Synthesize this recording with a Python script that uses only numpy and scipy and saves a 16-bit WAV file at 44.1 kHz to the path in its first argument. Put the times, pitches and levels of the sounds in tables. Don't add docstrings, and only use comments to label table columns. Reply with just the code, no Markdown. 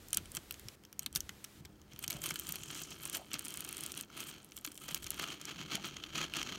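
import sys
import numpy as np
from scipy import signal
from scipy.fft import rfft, irfft, next_fast_len
from scipy.io import wavfile
from scipy.ndimage import uniform_filter1d, map_coordinates

SR = 44100
rng = np.random.default_rng(int(sys.argv[2]) if len(sys.argv) > 2 else 0)


def master_out(mix):
    frames = np.transpose(np.atleast_2d(mix))
    ceiling = np.clip(frames, -1, 1)
    pcm = np.round(ceiling * 32767).astype(np.int16)
    wavfile.write(sys.argv[1], SR, pcm)


N = 290178


def amp(db):
    return 10 ** (np.asarray(db) / 20)


def unit(x):
    return x / np.sqrt(np.mean(x ** 2) + 1e-20)


def along(points, hz):
    f, v = np.transpose(points)
    return np.interp(np.log(hz + 1), np.log(f + 1), v)


def curve(points):
    return np.interp(np.arange(N) / SR, *np.transpose(points))


def wobble(rate):
    knots = rng.standard_normal(int(N * rate / SR) + 4)
    grid = np.arange(0, len(knots) - 1, 1 / 8)
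    return np.interp(np.arange(N) * rate / SR, grid, map_coordinates(knots, [grid]))


def filtered(x, response):
    m = next_fast_len(N + SR // 2)
    return irfft(rfft(x, m) * response(np.fft.rfftfreq(m, 1 / SR)), m)[:N]


def noise(spectrum):
    return unit(filtered(rng.standard_normal(N), lambda hz: amp(along(spectrum, hz))))


def impulse(gain, size=2048):
    cepstrum = irfft(np.log(gain(np.fft.rfftfreq(size, 1 / SR)) + 1e-6))
    cepstrum[1:size // 2] *= 2
    cepstrum[size // 2 + 1:] = 0
    ring = irfft(np.exp(rfft(cepstrum)))
    return ring / np.linalg.norm(ring)


def peak(hz, centre_hz, width_hz):
    return 1 / (1 + (2 * (hz - centre_hz) / width_hz) ** 2)


def blow(ring, t60, tail_db, tail_t60, click):
    t = np.arange(SR // 20) / SR
    force = rng.standard_normal(len(t)) * (amp(-60 * t / t60) + amp(tail_db - 60 * t / tail_t60))
    force[0] += click
    sound = signal.fftconvolve(force, ring)
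    return sound / np.sqrt(np.mean(sound[:SR // 190] ** 2))


def add(track, s, sound):
    part = track[max(round(s * SR), 0):][:len(sound)]
    part += sound[:len(part)]


def contacts(rate, spread_db):
    when, size, sign = rng.random((int(rate * N / SR), 3)).T
    level_db = np.minimum(-np.log(1 - size), 4) * spread_db
    return np.bincount((when * N).astype(int), np.sign(sign - .5) * amp(level_db), N)


def steadied(x, size):
    power = uniform_filter1d(uniform_filter1d(x ** 2, size), size // 2)
    return x / np.sqrt(np.abs(power) + 1e-12)


def rubs(rows, quality, rough_db):
    t, out = np.arange(N) / SR, np.zeros(N)
    for s, length, pitch_hz, db in rows:
        b, a = signal.iirpeak(pitch_hz, quality, SR)
        rub = unit(signal.lfilter(b, a, signal.lfilter(b, a, rng.standard_normal(N))))
        out += amp(db) * np.exp(-(2 * (t - s) / length) ** 2) * rub
    return out * unit(amp(rough_db * wobble(220)))


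def background():
    # (frequency [Hz], relative level [dB])
    air_spectrum = [(20, -25), (45, -7), (75, -0.5), (130, -0.5), (260, -6.5), (430, -6.5), (560, -13),
                    (1000, -15.5), (1500, -17), (3000, -25), (5000, -24.5), (11000, -32), (15700, -28)]
    hiss_spectrum = [(200, 0), (450, 0), (800, -4.5), (1900, -2), (2400, -3.5), (3300, -3), (5000, -5.5),
                     (8500, -7), (10400, -10), (12000, -7.5), (15700, -12.5)]
    # (frequency [Hz], level [dB])
    partials = [(205, -70), (306, -76.5)]
    # (start [s], end [s], level [dB])
    spells = [(0, .755, -61), (1.17, 1.61, -63)]
    t = np.arange(N) / SR
    hum = sum(amp(db) * np.sqrt(2) * np.sin(2 * np.pi * hz * t + 0.71 * wobble(4.4))
              for hz, db in partials)
    gate = sum(amp(db) * np.clip(np.minimum(t - start, end - t) / 0.00097, 0, 1)
               for start, end, db in spells)
    return amp(-64) * noise(air_spectrum) + hum + gate * noise(hiss_spectrum)


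def room_echo(x):
    # (frequency [Hz], reverberation time [s])
    decay = [(200, 0.52), (2000, 0.074), (12000, 0.045)]
    hz, t, spectra = signal.stft(rng.standard_normal(SR // 3), SR, nperseg=256)
    tail = signal.istft(spectra * amp(-60 * t / along(decay, hz)[:, None]), SR, nperseg=256)[1]
    delayed = np.pad(x, (SR // 200, 0))
    return signal.fftconvolve(delayed, tail / np.linalg.norm(tail))[:N]


def handling(force_db, firm_db=-48, smoothing_s=0.037):
    # (time [s], level [dB])
    grip = [(0, -66), (.2, -56), (.5, -67.5), (.66, -60), (.8, -78), (1.08, -66), (1.18, -56), (1.48, -74),
            (1.65, -58.5), (1.85, -68), (2.12, -58.5), (2.35, -63), (2.8, -67.5), (4.78, -73),
            (5.07, -57.5), (5.35, -72), (6.15, -62.5), (6.58, -63)]
    # (frequency [Hz], relative level [dB])
    hand_spectrum = [(15, -47), (30, -5), (45, -6), (75, 3.5), (110, -7.5), (160, -10), (400, -54)]
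    cavity_spectrum = [(60, -39.5), (110, -11.5), (150, 4), (190, -8.5), (245, -1.5), (290, 0), (350, 0.5),
                       (400, -5.5), (460, -12.5), (620, -14), (900, -21), (1500, -62.5)]
    hand_db = curve(grip)
    driven_db = -55.5 + 0.69 * (force_db - firm_db)
    driven = uniform_filter1d(amp(driven_db), int(smoothing_s * SR))
    knock_gain = np.hypot(driven, amp(hand_db - 5.5))
    cavity = impulse(lambda hz: amp(along(cavity_spectrum, hz)), size=8192)
    knocks = signal.oaconvolve(contacts(rate=300, spread_db=2), cavity)[:N]
    rumble = amp(hand_db) * steadied(noise(hand_spectrum), size=4000)
    return rumble + knock_gain * steadied(knocks, size=2500)


def housing_thumps(rise_s=0.0049):
    # (time [s], peak level [dB], frequency [Hz])
    thumps = [(0.174, -49, 202), (0.218, -50, 119), (.371, -44, 140), (.653, -45, 119), (1.065, -49, 248),
              (1.157, -43.5, 146), (1.293, -52.5, 184), (1.604, -46.5, 154), (1.938, -48.5, 124),
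              (2.08, -45, 144), (2.149, -40.5, 138), (2.202, -47, 146), (2.317, -42, 147),
              (2.496, -45.5, 155), (2.612, -47, 138), (2.68, -48, 148), (3.338, -44.5, 260),
              (4.673, -45, 292), (4.917, -44.5, 165), (5.047, -47, 110), (5.196, -45.5, 163),
              (5.598, -46.5, 166), (5.744, -39.5, 193), (6.166, -44, 197), (6.367, -45.5, 168),
              (6.472, -45, 245)]
    t, out = np.arange(SR // 8) / SR, np.zeros(N)
    envelope = t / rise_s * np.exp(1 - t / rise_s)
    for s, db, pitch_hz in thumps:
        add(out, s, amp(db) * envelope * np.sin(2 * np.pi * pitch_hz * t))
    return out


def axle_groans():
    # (centre time [s], duration [s], frequency [Hz], level [dB])
    groans = [(2.15, 0.11, 646, -57), (3.19, .087, 726, -56), (5.62, 0.23, 155, -55),
              (5.78, 0.061, 706, -57), (5.84, 0.2, 167, -56), (6.2, 0.12, 144, -56), (6.52, 0.15, 144, -53)]
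    return rubs(groans, quality=1.8, rough_db=2.5)


def crank(attack_s=0.012, release_s=0.0091, sag_db=1):
    # (time [s], force level [dB])
    turning = [(0, -85.5), (1.86, -75.5), (2.02, -63), (2.42, -54.5), (2.87, -57.5), (3.17, -58),
               (3.27, -64), (3.39, -55), (3.9, -57), (4.01, -65), (4.075, -73), (4.14, -56), (4.33, -53.5),
               (4.46, -69), (4.77, -66), (5.17, -60), (5.39, -56.5), (5.62, -53), (6.58, -56)]
    # (time [s], crackle relative to rattle [dB])
    leaf_load = [(0, -2), (1.85, -7.5), (2.0, -7), (2.25, -4), (2.5, -2.5), (2.95, -5.5), (3.45, -4),
                 (4.05, -9), (4.35, -11), (4.6, 4), (4.8, 4.5), (5.05, -6), (5.3, -14), (5.6, -19),
                 (6.58, -22)]
    # (start [s], duration [s], force level [dB], crackle relative to rattle [dB])
    pushes = [(0.177, 0.0066, -46, -14), (0.357, .012, -56, -1), (0.364, 0.0066, -46, -2),
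              (1.026, 0.011, -56.5, -1), (1.155, .022, -54.5, -4), (1.92, 0.01, -59, -12),
              (2.03, 0.015, -54, 4.5), (2.104, 0.074, -52.5, -3), (2.243, 0.03, -44, 1),
              (2.278, 0.039, -47.5, 0), (2.342, 0.014, -58, 7), (2.481, 0.085, -53, 0),
              (2.708, 0.019, -46, -7), (2.754, .07, -49.5, -2.5), (2.906, 0.017, -49.5, -8),
              (3.026, 0.061, -51, 0.5), (3.141, .025, -42.5, -0.5), (3.336, 0.028, -45.5, -19),
              (3.457, 0.58, -54.5, -3), (3.821, 0.035, -52, -4), (3.968, 0.033, -49, -5),
              (4.175, .055, -48, -3.5), (4.274, 0.026, -53.5, 3.5), (4.574, .012, -61, 4),
              (4.66, 0.079, -67, -5), (4.821, 0.038, -53.5, -2), (4.887, .01, -46.5, -5),
              (4.912, 0.011, -46, -5), (4.959, 0.014, -47.5, -3), (5.028, 0.0077, -53, 0.5),
              (5.068, .008, -52, -6), (5.112, 0.081, -51.5, -5), (5.199, .006, -42, -18),
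              (5.22, 0.016, -40.5, -10), (5.259, 0.086, -46.5, -13.5), (5.48, 0.039, -46, -19),
              (5.594, 0.03, -46, -22), (5.721, 0.039, -39, -20), (5.851, 0.028, -40.5, -13.5),
              (6.154, .10, -39.5, -23), (6.355, 0.066, -40.5, -23), (6.465, 0.095, -45, -29)]
    t = np.arange(N) / SR
    force = amp(curve(turning))
    crush = force * amp(curve(leaf_load))
    for start, length, db, leaf_db in pushes:
        before = np.maximum(start - t, 0) / attack_s
        after = np.maximum(t - start - length, 0) / release_s
        progress = np.clip((t - start) / length, 0, 1)
        push = amp(db - sag_db * progress) * np.exp(-np.minimum(before + after, 20))
        force = np.hypot(force, push)
        crush = np.hypot(crush, push * amp(leaf_db))
    return 20 * np.log10(force), 20 * np.log10(crush)


def box_ring(dull_hz, thin_hz=300, spot_hz=3100, spot_db=-20, modes_db=5, vary_db=5):
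    # (frequency [Hz], bandwidth [Hz], relative level [dB])
    modes = [(1292, 103, -1.5), (1640, 180, -5.5), (2228, 200, -.5), (2640, 370, -4), (3140, 235, 3),
             (4090, 340, -6), (5820, 270, -6.5), (6480, 180, -5.5)]
    # (frequency [Hz], relative level [dB])
    tooth_spectrum = [(250, -20.5), (500, -10.5), (900, -7.5), (1400, -1.5), (1900, -11), (3000, -4.5),
                      (3600, -15), (4400, -1.5), (5000, -9), (6900, -5.5), (7800, -15), (10500, -22),
                      (13500, -18), (15800, -25)]
    lifts_db = rng.normal(modes_db, vary_db, len(modes))

    def gain(hz):
        knock = amp(along(tooth_spectrum, hz)) ** 2
        ringing = sum(amp(db + lift) ** 2 * peak(hz, f, width)
                      for (f, width, db), lift in zip(modes, lifts_db))
        spot = amp(spot_db) ** 2 * peak(hz, spot_hz, width_hz=330)
        contact = hz ** 4 / (hz ** 4 + thin_hz ** 4) / (1 + (hz / dull_hz) ** 8)
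        return np.sqrt((knock + ringing + spot) * contact)
    return impulse(gain, size=1024)


def bright_ring(pitch_hz, width_hz, lift_db):
    # (frequency [Hz], relative level [dB])
    spectrum = [(1500, -39), (3500, -10), (4900, -5), (6000, 0), (9400, -2), (10800, -2.5), (14200, -1.5),
                (15800, -11)]
    resonance = lambda hz: np.sqrt(1 + amp(lift_db) ** 2 * peak(hz, pitch_hz, width_hz))
    return impulse(lambda hz: amp(along(spectrum, hz)) * resonance(hz), size=512)


def gear_rattle(force_db, spots=4):
    chatter = np.zeros(N)
    for _ in range(spots):
        share = amp(2.7 * wobble(12))
        hits = contacts(rate=280, spread_db=4.5)
        ring = box_ring(dull_hz=17000, vary_db=2.5)
        tick = blow(ring, t60=0.0054, tail_db=-24, tail_t60=0.03, click=12.6)
        chatter += share * signal.oaconvolve(hits, tick)[:N]
    scrape = signal.oaconvolve(rng.standard_normal(N), box_ring(dull_hz=15600, vary_db=3.7))[:N]
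    clumps = amp(3.1 * wobble(120))
    return amp(force_db) * steadied(clumps * (unit(chatter) + amp(-2) * unit(scrape)), size=1300)


def gear_clacks():
    # (time [s], box level [dB], tick level [dB], frequency of the struck spot [Hz])
    clacks = [(1.0623, -35, -44, 4000), (1.1596, -44, -50, 1500), (1.2923, -42.5, -57, 2020),
              (1.6505, -54, -56, 1220), (2.3076, -37, -46, 1440), (3.3156, -44, -57, 3100),
              (4.101, -54, -75, 1410), (4.889, -45.5, -43.5, 1470), (5.1963, -38, -43, 2500),
              (5.2397, -38, -47, 3000), (5.302, -43, -54, 3100), (5.414, -49, -45.5, 3100),
              (5.4535, -53, -41.5, 4200), (5.714, -44, -52, 3100), (5.754, -37, -37, 3100),
              (5.967, -42, -54, 3050), (6.038, -38.5, -55, 3120), (6.157, -41, -44.5, 3100),
              (6.1794, -39, -46, 2500), (6.2142, -37.5, -53, 2600), (6.3374, -35.5, -47, 2600),
              (6.3679, -39, -37.5, 1400), (6.429, -39, -40.5, 3100)]
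    out = np.zeros(N)
    tooth = bright_ring(5700, width_hz=4200, lift_db=18)
    for s, box_db, tick_db, spot_hz in clacks:
        ring = box_ring(dull_hz=7000, spot_hz=spot_hz, spot_db=13.5, vary_db=4.5)
        add(out, s, amp(box_db) * blow(ring, t60=0.015, tail_db=-26, tail_t60=0.045, click=1.2))
        add(out, s, amp(tick_db) * blow(tooth, t60=0.011, tail_db=-21, tail_t60=0.044, click=1.7))
    return out


def leaf_slides():
    # (centre time [s], duration [s], frequency [Hz], level [dB])
    slides = [(2.43, 0.15, 7200, -55.5), (2.62, 0.23, 6800, -59), (2.78, 0.18, 6400, -49),
              (2.91, 0.11, 5800, -59), (3.14, 0.088, 6150, -53)]
    return rubs(slides, quality=2.4, rough_db=6.5)


def leaf_crackle(crush_db, flakes=5):
    # (frequency [Hz], relative level [dB])
    spectrum = [(800, -28), (2500, -31), (5000, -8), (6300, -6.5), (7300, 1), (9400, 3), (10700, -7.5),
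                (11800, 0.5), (13000, -6), (14000, 1.5), (15800, -8.5)]
    cracks = np.zeros(N)
    for flake_hz in np.linspace(6200, 14200, flakes):
        resonance = lambda hz: np.sqrt(1 + 5 * peak(hz, flake_hz, width_hz=2100))
        flake = impulse(lambda hz: amp(along(spectrum, hz)) * resonance(hz))
        crack = blow(flake, t60=0.011, tail_db=-25, tail_t60=0.02, click=5.7)
        share = amp(4.5 * wobble(18))
        cracks += share * signal.oaconvolve(contacts(rate=110, spread_db=8), crack)[:N]
    return amp(crush_db) * steadied(unit(cracks) + amp(-12.5) * noise(spectrum), size=1100)


def snap(db, pitch_hz, box_db, t60):
    flake = bright_ring(pitch_hz, width_hz=970, lift_db=10)
    crack = blow(flake, t60=t60, tail_db=-27, tail_t60=0.022, click=2.6)
    spot_hz = 3160 * np.exp(0.087 * rng.standard_normal())
    ring = box_ring(dull_hz=5450, thin_hz=1100, spot_hz=spot_hz, spot_db=7, modes_db=1.5, vary_db=2)
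    sound = amp(box_db) * blow(ring, t60=0.021, tail_db=-22, tail_t60=0.045, click=6)
    add(sound, 0, amp(db) * crack)
    return sound


def leaf_snaps():
    # (time [s], level [dB], frequency of the fragment [Hz], box level [dB])
    fractures = [(0.085, -50.5, 15400, -69), (.1061, -51.5, 7200, -72), (.1308, -29, 9000, -38.5),
                 (.1425, -43, 5600, -45.5), (0.1462, -33, 8750, -51), (0.1717, -26.5, 9700, -38),
                 (.257, -54.5, 8900, -54.5), (0.3182, -46.5, 9400, -69), (.35, -39.5, 9800, -51),
                 (.369, -36.5, 7340, -41.5), (0.5094, -39, 14400, -42.5), (.524, -48, 14000, -62),
                 (.5422, -50.5, 6500, -53), (0.5959, -51, 11700, -58.5), (0.6851, -43.5, 5540, -49),
                 (.8371, -62, 5200, -62), (.8508, -54.5, 5900, -58), (.9279, -50.5, 14800, -57),
                 (0.9933, -33.5, 5770, -49.5), (1.031, -53, 8500, -60), (1.0621, -38.5, 12800, -47),
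                 (1.128, -51, 8100, -64), (1.1515, -37, 14600, -51), (1.1592, -28.5, 5740, -38),
                 (1.1647, -41, 11100, -48), (1.1694, -40, 14300, -46), (1.1745, -43, 9000, -53),
                 (1.2055, -35.5, 5950, -49), (1.2927, -47.5, 6600, -45), (1.4427, -46, 11900, -51.5),
                 (1.4462, -44, 6160, -52.5), (1.655, -53, 5600, -55), (1.816, -60.5, 6150, -65),
                 (1.9343, -56, 6200, -61), (1.962, -59, 5700, -54), (1.9909, -42.5, 14600, -53.5),
                 (2.0392, -45, 5970, -43.5), (2.0425, -43, 9200, -42), (2.0791, -35, 5870, -46.5),
                 (2.1019, -39, 5560, -43.5), (2.106, -35, 13600, -40), (2.119, -46, 9600, -47),
                 (2.1284, -43, 6100, -49), (2.2184, -42, 7300, -53), (2.2392, -37.5, 14500, -50),
                 (2.2592, -38, 11600, -42.5), (2.29, -41, 7100, -50), (2.3073, -39, 6060, -49),
                 (2.358, -42, 13500, -39.5), (2.3908, -44, 7240, -58), (2.3967, -37, 11900, -48),
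                 (2.469, -44, 7100, -53), (2.491, -38, 13600, -46), (2.5229, -35.5, 13200, -52),
                 (2.557, -41.5, 11800, -43.5), (2.6346, -45, 7000, -47), (2.8212, -46, 14200, -67),
                 (3.054, -37.5, 9400, -54), (3.098, -40, 9350, -50), (3.1315, -45, 8300, -54),
                 (3.149, -39.5, 7960, -40.5), (3.1703, -39, 13600, -52), (3.3333, -38, 7950, -49),
                 (3.3414, -37.5, 5400, -39), (3.7807, -45, 9500, -48), (4.2041, -41, 6400, -51),
                 (4.2393, -49, 8600, -63), (4.4298, -61, 8650, -74), (4.4459, -52.5, 10600, -77),
                 (4.4563, -66, 13200, -76), (4.52, -53.5, 6100, -53.5), (4.5669, -44, 13500, -64),
                 (4.576, -47.5, 8600, -48.5), (4.648, -40.5, 6100, -43), (4.6518, -42, 7040, -42),
                 (4.6638, -44, 14200, -70), (4.675, -50.5, 9000, -44), (4.718, -50.5, 9450, -56),
                 (4.7547, -53, 14000, -65), (4.7767, -47, 7540, -52), (4.9459, -30.5, 15500, -39),
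                 (5.043, -44, 6000, -48.5), (5.0662, -44, 5960, -47), (5.0705, -46, 6600, -47),
                 (5.1054, -33, 10800, -45.5)]
    # (time [s], level [dB])
    flicks = [(3.3931, -37.5), (3.45, -43), (3.4557, -43), (3.4827, -41), (3.5057, -45), (3.541, -42),
              (3.5731, -40), (3.6064, -39), (3.648, -42), (3.6904, -41.5), (3.7276, -41), (3.769, -41.5),
              (3.808, -41), (3.8364, -39.5), (3.863, -38.5), (3.9194, -41), (3.9753, -40.5), (4.0105, -39)]
    out = np.zeros(N)
    for s, db, pitch_hz, box_db in fractures:
        add(out, s, snap(db, pitch_hz, box_db, t60=0.0079))
    for s, db in flicks:
        add(out, s, snap(db, pitch_hz=9270, box_db=db - 11.5, t60=0.0066))
    return out


def scene():
    force_db, crush_db = crank()
    leaf = leaf_snaps() + leaf_crackle(crush_db) + leaf_slides()
    gears = gear_clacks() + gear_rattle(force_db) + axle_groans()
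    shredder = leaf + gears + handling(force_db) + housing_thumps()
    return (shredder + amp(-22) * room_echo(shredder) + background())[None]


def record(dry):
    return filtered(dry[0], lambda hz: np.clip((16000 - hz) / 600 + .5, 0, 1))[None]


dry = scene()
out = record(dry)
master_out(out)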